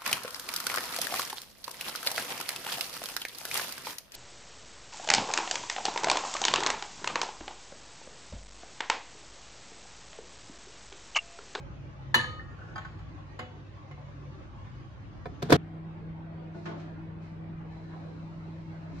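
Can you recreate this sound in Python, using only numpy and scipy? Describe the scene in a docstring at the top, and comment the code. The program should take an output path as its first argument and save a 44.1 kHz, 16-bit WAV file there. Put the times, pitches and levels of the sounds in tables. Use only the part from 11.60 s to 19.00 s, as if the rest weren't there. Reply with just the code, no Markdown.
"""A plate clinks on the glass tray of a microwave oven, slides, settles and is nudged while a far motor moans.
The door swings, latches and slams; the slam stops short and the oven is already humming.
Then something bumps far off in the kitchen, amid far rustles and a thin whistle.
Blows ring decaying sines under clacks of noise; air and rustles are coloured noise; hums are wandering sines.
A spaced pair of microphones hears the low bass nearly alike and much of the sound above it apart."""
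import sys
import numpy as np
from scipy import signal
from scipy.fft import rfft, irfft
from scipy.io import wavfile
from scipy.ndimage import uniform_filter1d

SR = 44100
rng = np.random.default_rng(int(sys.argv[2]) if len(sys.argv) > 2 else 0)


def persist_wave(psi):
    """Save psi, clipped to +-1, as 16-bit WAV."""
    counts = np.round(np.clip(psi, -1, 1) * 32767).astype(np.int16)
    wavfile.write(sys.argv[1], SR, np.atleast_2d(counts).T)


N = 326340

# Left-right likeness of the room's sound. Each row: frequency in Hz, likeness from -1 to 1.
ROOM_LIKENESS = [(60, 0.93), (130, 0.33), (290, 0.71), (640, 0.089), (1410, -0.16), (3100, 0.019),
                 (6820, -0.18), (15000, 1)]
# Left-right likeness of the plate in the oven. Each row: frequency in Hz, likeness from -1 to 1.
PLATE_LIKENESS = [(60, 0.9), (130, 0.87), (290, 0.94), (640, 0.61), (1410, 0.063), (3100, -0.43),
                  (6820, 0.79), (15000, 0.16)]
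# Colour of the gritty clack on the tray. Each row: frequency in Hz, relative level in dB per Hz.
GRIT_COLOUR = [(150, -53), (400, -1), (1000, -1.5), (1500, -1), (2500, -10), (4500, -13), (5500, -31.5),
               (7000, -14), (9500, -58), (13500, -27), (16000, -44)]


def gain_of(db):
    """Turns dB into amplitude."""
    return 10 ** (np.asarray(db) / 20)


def evened(x):
    """Scales to rms 1."""
    return x / np.sqrt(np.mean(x ** 2) + 1e-20)


def read(points, hz):
    """Reads a spectrum table on a log-frequency axis."""
    f, value = np.transpose(points)
    return np.interp(np.log(hz + 1), np.log(f + 1), value)


def curve(rows):
    """Reads a time table at every sample."""
    return np.interp(np.arange(N) / SR, *np.transpose(rows))


def drift(top_hz):
    """Slow chance of about rms 1: twenty sines of random phase, up to top_hz."""
    t = np.arange(0, N + 256, 256)
    rates = top_hz * np.geomspace(1 / 20, 1, 20)
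    waves = sum(np.sin(2 * np.pi * (f * t / SR + rng.random())) for f in rates)
    return np.interp(np.arange(N), t, evened(waves))


def swell(start, rise, hold, fall):
    """Rises smoothly, holds and falls away; all in seconds."""
    t = np.arange(N) / SR - start
    return np.clip(np.minimum(t / rise, (rise + hold + fall - t) / fall), 0, 1) ** 2


def note_swell(start, length, fade):
    """A swell of a given length with equal fades."""
    return swell(start, fade, max(length - 2 * fade, 0), fade)


def glide(start, hz, sag_hz_per_s):
    """A sine whose pitch sinks steadily."""
    t = np.arange(N) / SR - start
    return np.sin(2 * np.pi * (hz - sag_hz_per_s * t / 2) * t)


def noise(colour, size, likeness=ROOM_LIKENESS, lean_db=0, low_hz=0, high_hz=SR):
    """Coloured noise in two ears; about rms 1 before the band is cut out."""
    hz = np.fft.rfftfreq(size, 1 / SR)
    left, other = rfft(rng.standard_normal((2, size)))
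    same = np.clip(read(likeness, hz), -1, 1)
    right = same * left + np.sqrt(1 - same ** 2) * other
    shape = gain_of(read(colour, hz) + lean_db)
    spectrum = np.array([left, right]) * shape / np.sqrt(np.mean(shape ** 2))
    return irfft(spectrum * ((hz >= low_hz) & (hz < high_hz)), size)


def sinking_tones(notes, sag_hz_per_s, fade_s, smooth, steady):
    """Thin sinking tones, part steady and part fuzz that differs between the ears."""
    # smooth is in samples; steady is the steady share against a fuzz of 1
    wobble = evened(uniform_filter1d(rng.standard_normal((2, N)), round(smooth)))
    fuzz = evened(steady + wobble)
    return fuzz * sum(gain_of(db) * note_swell(s, length, fade_s) * glide(s, hz, sag_hz_per_s)
                      for s, length, db, hz in notes)


def strike(blows, modes, colour, rise_s, clack_s, tail_s, tail_db, flutter_db, contact_s, contact_db,
           likeness=PLATE_LIKENESS):
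    """Each blow rings the modes near its favoured pitch, over a clack of noise and its tail in the room."""
    tail_top_hz, tail_dull_db = 4510, 5.5  # the room keeps less treble: dB lost per octave above this
    echo_build_s = 0.0016  # the echoes in the box take this long to stir the ring
    out = np.zeros((2, N + SR))
    t = np.arange(5 * 2 ** 12) / SR
    noise_hz = np.fft.rfftfreq(len(t), 1 / SR)
    hz, mode_db, t60 = np.transpose(modes)[:, :, None]
    index = np.arange(len(hz))[:, None]
    apart = np.arccos(np.clip(read(likeness, hz), -1, 1)) * (-1) ** index  # phase between the ears
    swing_up = 1 - np.exp(-t / (rise_s + 0.9 / hz))  # low modes take longer to start
    turn = 2 * np.pi * hz * t + np.pi * index  # neighbouring modes set off in opposite directions
    swings = np.sin(turn + np.array([-apart, apart]) / 2)
    loud_start = gain_of(contact_db * np.exp(-(t / contact_s) ** 4))  # driven harder while the contact lasts
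    duller = gain_of(-tail_dull_db * np.log2(np.maximum(noise_hz / tail_top_hz, 1)))
    closing = np.clip((t[-1] - t) * 10, 0, 1)
    for s, ring_db, clack_db, favoured_hz, focus_db, damping in blows:
        struck_db = mode_db - focus_db * abs(np.log2(hz / favoured_hz))
        fade = swing_up * gain_of(struck_db - 60 * t / np.clip(t60 * damping, 1 / 100, 2))

        # echoes inside the box make the ring flutter, largely alike in both ears
        beats = evened(uniform_filter1d(rng.standard_normal((2, len(hz), len(t) // 64)), size=12))
        beats = evened(beats + 0.65 * beats[::-1])
        beats = uniform_filter1d(np.repeat(beats, 64, axis=2), size=256)
        flutter = gain_of(flutter_db * (1 - np.exp(-t / echo_build_s)) * beats)
        ring = (flutter * fade * swings).sum(1)
        ring /= np.sqrt(np.sum(gain_of(struck_db) ** 2))

        lean_db = -focus_db * abs(np.log2((noise_hz + 20) / favoured_hz))
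        tail = irfft(rfft(noise(colour, len(t), likeness, lean_db)) * duller, len(t))
        tail *= gain_of(tail_db - 60 * t / tail_s)
        contact = gain_of(-60 * t / clack_s) * noise(colour, len(t), likeness, lean_db)
        clack = (contact + tail) * (1 - np.exp(-t / rise_s))
        at = round(s * SR)
        blow = gain_of(ring_db) * ring + gain_of(clack_db) * clack
        out[:, at:at + len(t)] += loud_start * closing * blow
    return out[:, :N]


def patchy(x):
    """Random gain on small patches of time and frequency."""
    z = signal.stft(x, nperseg=1024)[2]
    patches = uniform_filter1d(rng.standard_normal(z.shape[1:]), size=2, axis=0)  # across frequency
    patches = evened(uniform_filter1d(patches, size=6, axis=1))  # along time
    lumps = gain_of(3.5 * patches)  # how far the patches stand out, in dB
    return signal.istft(z * evened(lumps), nperseg=1024)[1][:, :N]


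def air(colour, db):
    """The noise floor: noise with a slowly swelling rumble, and random gain on patches of the rest."""
    # Level of the rumble against the rest. Each row: time in seconds, level in dB.
    rumble_level = [(0, -0.5), (1.2, -0.5), (2.0, -4.5), (7.4, 0.5)]
    rumble_top_hz, air_swell_db = 250, .7
    rumble = noise(colour, N, high_hz=rumble_top_hz) * gain_of(curve(rumble_level) + 1.4 * drift(2.0))
    upper = patchy(noise(colour, N, low_hz=rumble_top_hz)) * gain_of(air_swell_db * drift(12.))
    return gain_of(db) * (rumble + upper)


def quiet_air():
    """The noise floor with the oven off."""
    # Colour of the floor with the oven off. Each row: frequency in Hz, relative level in dB per Hz.
    quiet_colour = [(12, -50), (20, -24), (43, -7.5), (134, -4), (163, -10), (270, -20), (301, -15.5),
                    (459, -28.5), (513, -22), (738, -28.5), (825, -23), (975, -29), (1050, -23),
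                    (1120, -25.5), (1146, -21), (1175, -28.5), (2500, -36), (6000, -50), (6570, -50),
                    (7300, -59.5), (16000, -92.5)]
    return air(quiet_colour, -44)


def running_air():
    """The noise floor with the oven on."""
    # Colour of the floor with the oven on. Each row: frequency in Hz, relative level in dB per Hz.
    running_colour = [(12, -47.5), (20, -8), (113, -9), (168, -5.5), (187, -7.5), (216, -14), (319, -12.5),
                      (422, -21.5), (590, -19), (825, -21.5), (2320, -33.5), (4670, -49), (10800, -74),
                      (11800, -80.5), (16000, -84)]
    return air(running_colour, -45.5)


def hum(tones):
    """Sines that wander in pitch and waver in level, the same in both ears."""
    total = 0
    for hz, db, wander_hz, waver_db in tones:
        level = np.sqrt(2) * gain_of(db + waver_db * drift(6.))
        total = total + level * np.sin(2 * np.pi * np.cumsum(hz + wander_hz * drift(3.6)) / SR)
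    return total


def mains_hum():
    """A steady low tone under everything."""
    # The mains tone. Each row: pitch in Hz, level in dB, wander in Hz, waver in dB.
    mains_tones = [(100, -51.5, 0.21, 0.5)]
    return hum(mains_tones)


def drone():
    """A deep tone that wanders while the oven is off."""
    # The low drone. Each row: pitch in Hz, level in dB, wander in Hz, waver in dB.
    drone_tones = [(60.3, -57.5, 2.5, 2.5)]
    return hum(drone_tones)


def moan():
    """A far motor: low tones that sink and waver."""
    # The motor's moans. Each row: start in seconds, length in seconds, level in dB, pitch in Hz.
    moans = [(-.1, 0.77, -47.5, 140), (.9, 1.17, -53.5, 159), (2.25, 0.546, -48.5, 146.2),
             (2.9, 0.54, -54.5, 130)]
    sag_hz_per_s, fade_s = 9.69, 0.043
    waver = gain_of(1.5 * drift(16.0))
    return np.sqrt(2) * waver * sum(gain_of(db) * note_swell(s, length, fade_s) * glide(s, hz, sag_hz_per_s)
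                                    for s, length, db, hz in moans)


def rustling():
    """A far hiss of coloured noise that comes and goes."""
    # The far rustles. Each row: start, rise, hold and fall in seconds, level in dB.
    rustles = [(4.895, 0.068, 0.095, 0.043, -66.5), (5.038, 0.026, 0.022, .08, -64),
               (5.15, 0.03, 0.027, 0.27, -66.5), (5.57, 0.063, 0.028, 0.27, -68.5),
               (6.03, .09, 1.11, 0.18, -70.5), (7.207, 0.2, .1, .1, -59.5)]
    # Colour of the hiss. Each row: frequency in Hz, relative level in dB per Hz.
    hiss_colour = [(880, -30), (1500, -10.5), (2370, -3), (3060, -20.5), (4040, -5), (4460, -9),
                   (6690, -16), (11800, -44.5), (14100, -39.5), (16000, -58.5)]
    return sum(gain_of(db) * swell(*shape) for *shape, db in rustles) * noise(hiss_colour, N)


def whistling():
    """A thin whistle, mostly fuzz, whose pitch sinks."""
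    # The whistles. Each row: start in seconds, length in seconds, level in dB, pitch in Hz.
    whistles = [(6.05, 0.67, -72, 4020), (6.78, .25, -71, 3950)]
    return sinking_tones(whistles, sag_hz_per_s=40, fade_s=0.072, smooth=200, steady=.2)


def bumping():
    """Far bumps ring a cupboard and a long tail."""
    # The bumps. Each row: start in seconds, ring in dB, clack in dB, favoured pitch in Hz,
    # focus in dB lost per octave away from it, damping as a factor on the ring time.
    bumps = [(4.945, -38.5, -50.5, 396, 5.1, 1.0), (5.0555, -32.5, -40, 1490, 3.7, 0.74),
             (5.085, -40, -42, 617, 7.3, 0.43), (5.108, -47, -46, 1000, 3.9, 0.69),
             (5.135, -40.5, -53, 694, 5.4, 0.79), (5.165, -58, -50, 600, 4, 0.51),
             (5.195, -53, -51.5, 2000, 1.7, 0.96)]
    # What rings in the cupboard. Each row: pitch in Hz, relative level in dB, 60 dB decay in seconds.
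    cupboard_modes = [(202, 7, 0.47), (352, 1, 0.75), (530, -16, 0.58), (590, -10, 0.92), (673, -2, 0.63),
                      (890, -6, 0.34), (1070, -7.5, 0.43), (1460, -1, 0.2), (1790, -7, 0.14),
                      (2320, -24, .2), (3330, -17, .2)]
    # Colour of the far clack. Each row: frequency in Hz, relative level in dB per Hz.
    far_colour = [(120, -30), (250, 5), (400, -3), (660, -7), (1050, -9.5), (1500, -11), (3300, -18),
                  (7000, -25), (12000, -70)]
    return strike(bumps, cupboard_modes, far_colour, rise_s=0.0041, clack_s=0.08, tail_s=0.35, tail_db=0.0,
                  flutter_db=3.4, contact_s=0.0041, contact_db=2.7, likeness=ROOM_LIKENESS)


def oven_hum():
    """Fan and transformer as sines that wander and waver."""
    # The oven's tones. Each row: pitch in Hz, level in dB, wander in Hz, waver in dB.
    oven_tones = [(162.1, -43.5, 0.33, 0.41), (208.7, -68, 0.33, 1.7), (323, -56, 1, 1.1),
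                  (39, -78, 0.82, 1.5)]
    return hum(oven_tones)


def sliding():
    """The rim scrapes over the glass as rough noise and squeaks as a sinking tone."""
    # The slides. Each row: start in seconds, length in seconds, scrape in dB, squeak in dB, squeak pitch in Hz.
    slides = [(.8, 0.163, -58.5, -59, 1860), (.97, 0.183, -54.5, -57.5, 1536)]
    # Colour of the scrape. Each row: frequency in Hz, relative level in dB per Hz.
    scrape_colour = [(900, -9), (1250, -28), (1400, 2), (1530, -16), (1600, -25), (1690, 3.5), (1850, -33),
                     (3500, -44), (7000, -36), (11000, -78)]
    fade_s = 0.015
    pushes = sum(gain_of(db) * note_swell(s, length, fade_s) for s, length, db, *_ in slides)
    scrape = pushes * gain_of(1.8 * drift(65.0)) * noise(scrape_colour, N, PLATE_LIKENESS)
    squeaks = [(s, length, db, hz) for s, length, _, db, hz in slides]
    return scrape + sinking_tones(squeaks, sag_hz_per_s=220, fade_s=fade_s, smooth=400, steady=2.5)


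def nudging():
    """Nudges ring the glass tray under a gritty clack."""
    # The nudges. Each row: start in seconds, ring in dB, clack in dB, favoured pitch in Hz,
    # focus in dB lost per octave away from it, damping as a factor on the ring time.
    nudges = [(1.7895, -43, -36, 2000, 4, 0.84), (1.7925, -33, -34, 2200, 4.3, 1.36),
              (1.803, -39, -55, 650, 3.3, 0.39), (1.829, -47.5, -62, 2170, 19, 1.3),
              (1.937, -54, -62, 1050, 12, 1.2), (2.311, -40, -49, 2080, 6.5, 0.57),
              (2.376, -44, -53, 710, 10, 0.6)]
    # What rings in the tray. Each row: pitch in Hz, relative level in dB, 60 dB decay in seconds.
    tray_modes = [(235, 11.5, 0.19), (370, -3, 0.28), (500.7, 4.5, 0.36), (654, -16, 0.1), (739, 2.5, 0.27),
                  (880, -0.5, 0.11), (1094, 7.5, 0.072), (1410, -8, 0.075), (1840, -14, 0.17),
                  (2010, -12, 0.23), (2122, -7.5, 0.3), (2490, -17, 0.14), (2952, -13, 0.4),
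                  (3450, -19, 0.4), (3820, -24, .2), (4440, -15, 0.19), (4960, -14, 0.092),
                  (6440, -16, 0.068), (6820, -16, 0.093), (9400, -14, 0.051)]
    return strike(nudges, tray_modes, GRIT_COLOUR, rise_s=0.0019, clack_s=0.047, tail_s=0.31, tail_db=-9.5,
                  flutter_db=2.5, contact_s=0.0044, contact_db=1.2)


def settling():
    """Touches ring the plate as it lies on the tray, short and gritty."""
    # The touches. Each row: start in seconds, ring in dB, clack in dB, favoured pitch in Hz,
    # focus in dB lost per octave away from it, damping as a factor on the ring time.
    touches = [(.794, -29.5, -57, 1870, 87, 0.67), (1.015, -40.5, -68, 1530, 34, 1.5),
               (1.157, -25.5, -42, 1440, 2.1, 0.67), (1.179, -25.5, -38.5, 1490, 1.6, 0.58),
               (1.213, -42.5, -64, 1860, 34, 1.1), (1.248, -35, -49, 1500, 3, 1.16),
               (1.39, -58, -49.5, 1100, 1.3, 0.79)]
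    # What rings in plate and tray. Each row: pitch in Hz, relative level in dB, 60 dB decay in seconds.
    resting_modes = [(758, -5.5, 0.28), (846, -5.5, 0.39), (1092, 2.5, 0.17), (1290, 4.5, 0.12),
                     (1360, -17, 0.087), (1516, 8.5, 0.093), (1760, 0, 0.073), (1840, -3.5, 0.12),
                     (2030, -10, 0.1), (2300, -11, 0.17), (2700, -20, .15), (2930, -23, .2),
                     (3180, -11, 0.22), (3810, -20, .12), (4660, -22, .1), (4850, -9, 0.1),
                     (6330, -14, 0.074), (7030, -21, 0.13), (9160, -30, .15), (9700, -28, 0.11)]
    return strike(touches, resting_modes, GRIT_COLOUR, rise_s=0.0027, clack_s=0.05, tail_s=0.71, tail_db=-10.5,
                  flutter_db=2.1, contact_s=0.002, contact_db=3.0)


def clinking():
    """Clinks ring the china plate, whose ring drops as it begins to settle."""
    # The clinks. Each row: start in seconds, ring in dB, clack in dB, favoured pitch in Hz,
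    # focus in dB lost per octave away from it, damping as a factor on the ring time.
    clinks = [(.5427, -12, -14, 1640, 7, 0.68), (.5447, -26, -19.5, 4170, 2.5, 0.56),
              (.556, -28.5, -26.5, 282, 10.5, 1.02), (.589, -25, -49.5, 1740, 29, 1),
              (.5965, -27.5, -57, 1750, 22.5, 1.7), (.641, -35, -61, 1730, 12, 1.5)]
    # What rings in the plate. Each row: pitch in Hz, relative level in dB, 60 dB decay in seconds.
    plate_modes = [(233, -7.5, 0.27), (347, -10, 0.24), (497.3, -6.5, 0.7), (900, -11, 0.6),
                   (1024, 10.5, 0.04), (1100, -12.5, .3), (1243, -9.5, 1.9), (1250, -21, 1.3),
                   (1327, -18, 0.78), (1360, -24.5, 0.26), (1685, 4, 0.11), (1787, 4, 0.26),
                   (1730, -11, 0.2), (1870, -17, 0.72), (1810, -13, 0.27), (1940, -5.5, 0.11),
                   (2140, -23, .3), (2200, -21, 0.7), (2600, -16.5, .2), (2620, -22, .25), (2945, 1, 0.47),
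                   (3030, -10.5, .7), (3300, -15, 0.19), (2954, -12, 0.49), (3460, -16, 0.55),
                   (3680, -0.5, .06), (3714, -7.5, 0.5), (3715, -10, .5), (3870, -20, 0.5),
                   (4021, -10, .45), (4310, -10, 0.7), (4270, 1.5, 0.11), (4420, -11, .25), (4430, -15, 1),
                   (4350, -16.5, 1.2), (4791, -26, 0.41), (5130, -32, 0.5), (5647, -25, 0.35),
                   (6040, -6.5, 0.18), (6400, -29, 0.41), (6500, -22, 0.5), (6910, -17, 0.5),
                   (7000, -19.5, 0.36), (6900, -17, 0.66), (7430, -24.5, .26), (7600, -20.5, 0.35),
                   (8150, -27, .4), (8700, -14.5, 0.18), (9000, -6, 0.35), (9260, -26, .2),
                   (9600, -13.5, 0.41), (9500, -26, .3), (10240, -16.5, 0.41), (13110, -25, .25),
                   (13290, -9, 0.3), (13860, -8.5, 0.25), (14150, -20.5, .15), (14700, -21.5, .12)]
    # Colour of the china clack. 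Each row: frequency in Hz, relative level in dB per Hz.
    china_colour = [(100, -41), (250, -25), (700, -13), (1000, -3.5), (1390, -20), (1760, -8.5),
                    (2300, -15), (2980, -15.5), (4240, -7.5), (5200, -26.5), (6500, -16), (8000, -29.5),
                    (9300, -31), (11500, -42), (13700, -40.5), (16000, -53)]
    plate = strike(clinks, plate_modes, china_colour, rise_s=0.0015, clack_s=0.012, tail_s=0.41, tail_db=-13.5,
                   flutter_db=3.3, contact_s=0.013, contact_db=5.6)
    # just after the first touch on the tray the plate's ring drops
    drop_s, drop_over_s, drop_db = 0.81, .04, 7
    return plate * gain_of(-drop_db * np.clip((np.arange(N) / SR - drop_s) / drop_over_s, 0, 1))


def door():
    """Every blow is a bright click, a knock of the panel and a late thump of the cabinet."""
    # The door meets its hooks and frame. Each row: start in seconds, click, knock and thump in dB,
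    # click pitch in Hz, knock pitch in Hz.
    door_blows = [(3.6555, -55.5, -32.5, -32.5, 2290, 740), (3.665, -57, -40.5, -51.5, 1500, 700),
                  (3.821, -43, -44, -50.5, 2300, 400), (3.8251, -34.5, -32, -29, 4100, 340),
                  (3.888, -53, -38.5, -52.5, 1500, 500), (3.8968, -37, -22.5, -48, 1490, 466),
                  (3.9035, -27, -42, -51, 4500, 900), (3.913, -32.5, -49, -48, 3000, 500),
                  (3.9197, -30, -19, -27, 1200, 328), (3.9227, -16.5, -14, -11.5, 1498, 470),
                  (3.925, -17, -22.5, -19, 3300, 480), (3.9312, -28, -34, -30.5, 1480, 690),
                  (3.94, -36.5, -45, -30.5, 3000, 700), (3.956, -36, -46, -44.5, 2200, 500)]
    # Click, knock and thump of every blow. Each row: lag in seconds, clack in dB against the ring,
    # focus in dB per octave, damping as a factor on the ring time.
    door_parts = [(0.0003, 1, 1, 0.59), (0.0005, -10, 6.5, 1), (.0075, -13.5, 33, .3)]
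    # What rings in the door. Each row: pitch in Hz, relative level in dB, 60 dB decay in seconds.
    door_modes = [(93.4, 13, 0.31), (147.6, 9.5, 0.86), (177.3, 7.5, 1), (241, 5.5, 0.4), (333, 0, 0.33),
                  (410, -1, 0.37), (454, 10, 0.07), (699, 6.5, 0.16), (743, -6.5, 0.21), (982, 4.5, 0.071),
                  (1093, -3, 0.058), (1290, -1, 0.12), (1504, 5.5, 0.057), (1760, 3, 0.11),
                  (2090, -6.5, .1), (2240, -3, 0.1), (2400, 1.5, 0.06), (3490, 5, 0.042),
                  (4000, 1.5, 0.044), (4540, -6, 0.082), (4790, -7, 0.08), (5160, -8.5, 0.061)]
    # Colour of the plastic clack. Each row: frequency in Hz, relative level in dB per Hz.
    plastic_colour = [(40, -37), (120, -13), (300, 3), (460, 4), (700, -9.5), (1500, -8), (2700, -20),
                      (3600, -16), (6000, -22.5), (10000, -30.5), (12000, -46), (14000, -28.5),
                      (16000, -50.5)]
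    # Left-right likeness of the door. Each row: frequency in Hz, likeness from -1 to 1.
    front_likeness = [(60, 0.97), (130, 0.93), (290, 0.92), (640, 0.5), (1410, -0.12), (3100, 0.5),
                      (6820, -0.27), (15000, 0.7)]
    thump_hz = 109.6
    blows = []
    for s, *levels, click_hz, knock_hz in door_blows:
        pitches = (click_hz, knock_hz, thump_hz)
        for db, hz, (lag, clack_db, focus_db, damping) in zip(levels, pitches, door_parts):
            blows.append((s + lag, db, db + clack_db, hz, focus_db, damping))
    return strike(blows, door_modes, plastic_colour, rise_s=0.00044, clack_s=0.047, tail_s=0.34, tail_db=-8.0,
                  flutter_db=1.2, contact_s=0.0092, contact_db=5.3, likeness=front_likeness)


def loading():
    """Plate, tray and door in the quiet kitchen."""
    plate_and_tray = clinking() + sliding() + settling() + nudging()
    return plate_and_tray + door() + quiet_air() + drone() + moan()


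def heating():
    """Fan and transformer hum, with far sounds of the house."""
    return running_air() + oven_hum() + bumping() + rustling() + whistling()


def scene():
    """The slam gives way to the running oven within a millisecond."""
    jump_s = 3.9662
    after = np.clip((np.arange(N) / SR - jump_s) * 1000, 0, 1)
    return (1 - after) * loading() + after * heating() + mains_hum()


def record(dry):
    """The microphones lose the deepest bass and round off the loudest peaks; then the band limit."""
    ceiling, edge_hz = 1.1, 16200
    thinned = signal.sosfilt(signal.butter(2, 32., "high", fs=SR, output="sos"), dry)
    rounded = ceiling * np.tanh(thinned / ceiling)
    band_limit = signal.firwin(511, edge_hz, window=("kaiser", 9), fs=SR)
    return signal.oaconvolve(rounded, band_limit[None], "same")


dry = scene()
out = record(dry)
persist_wave(out)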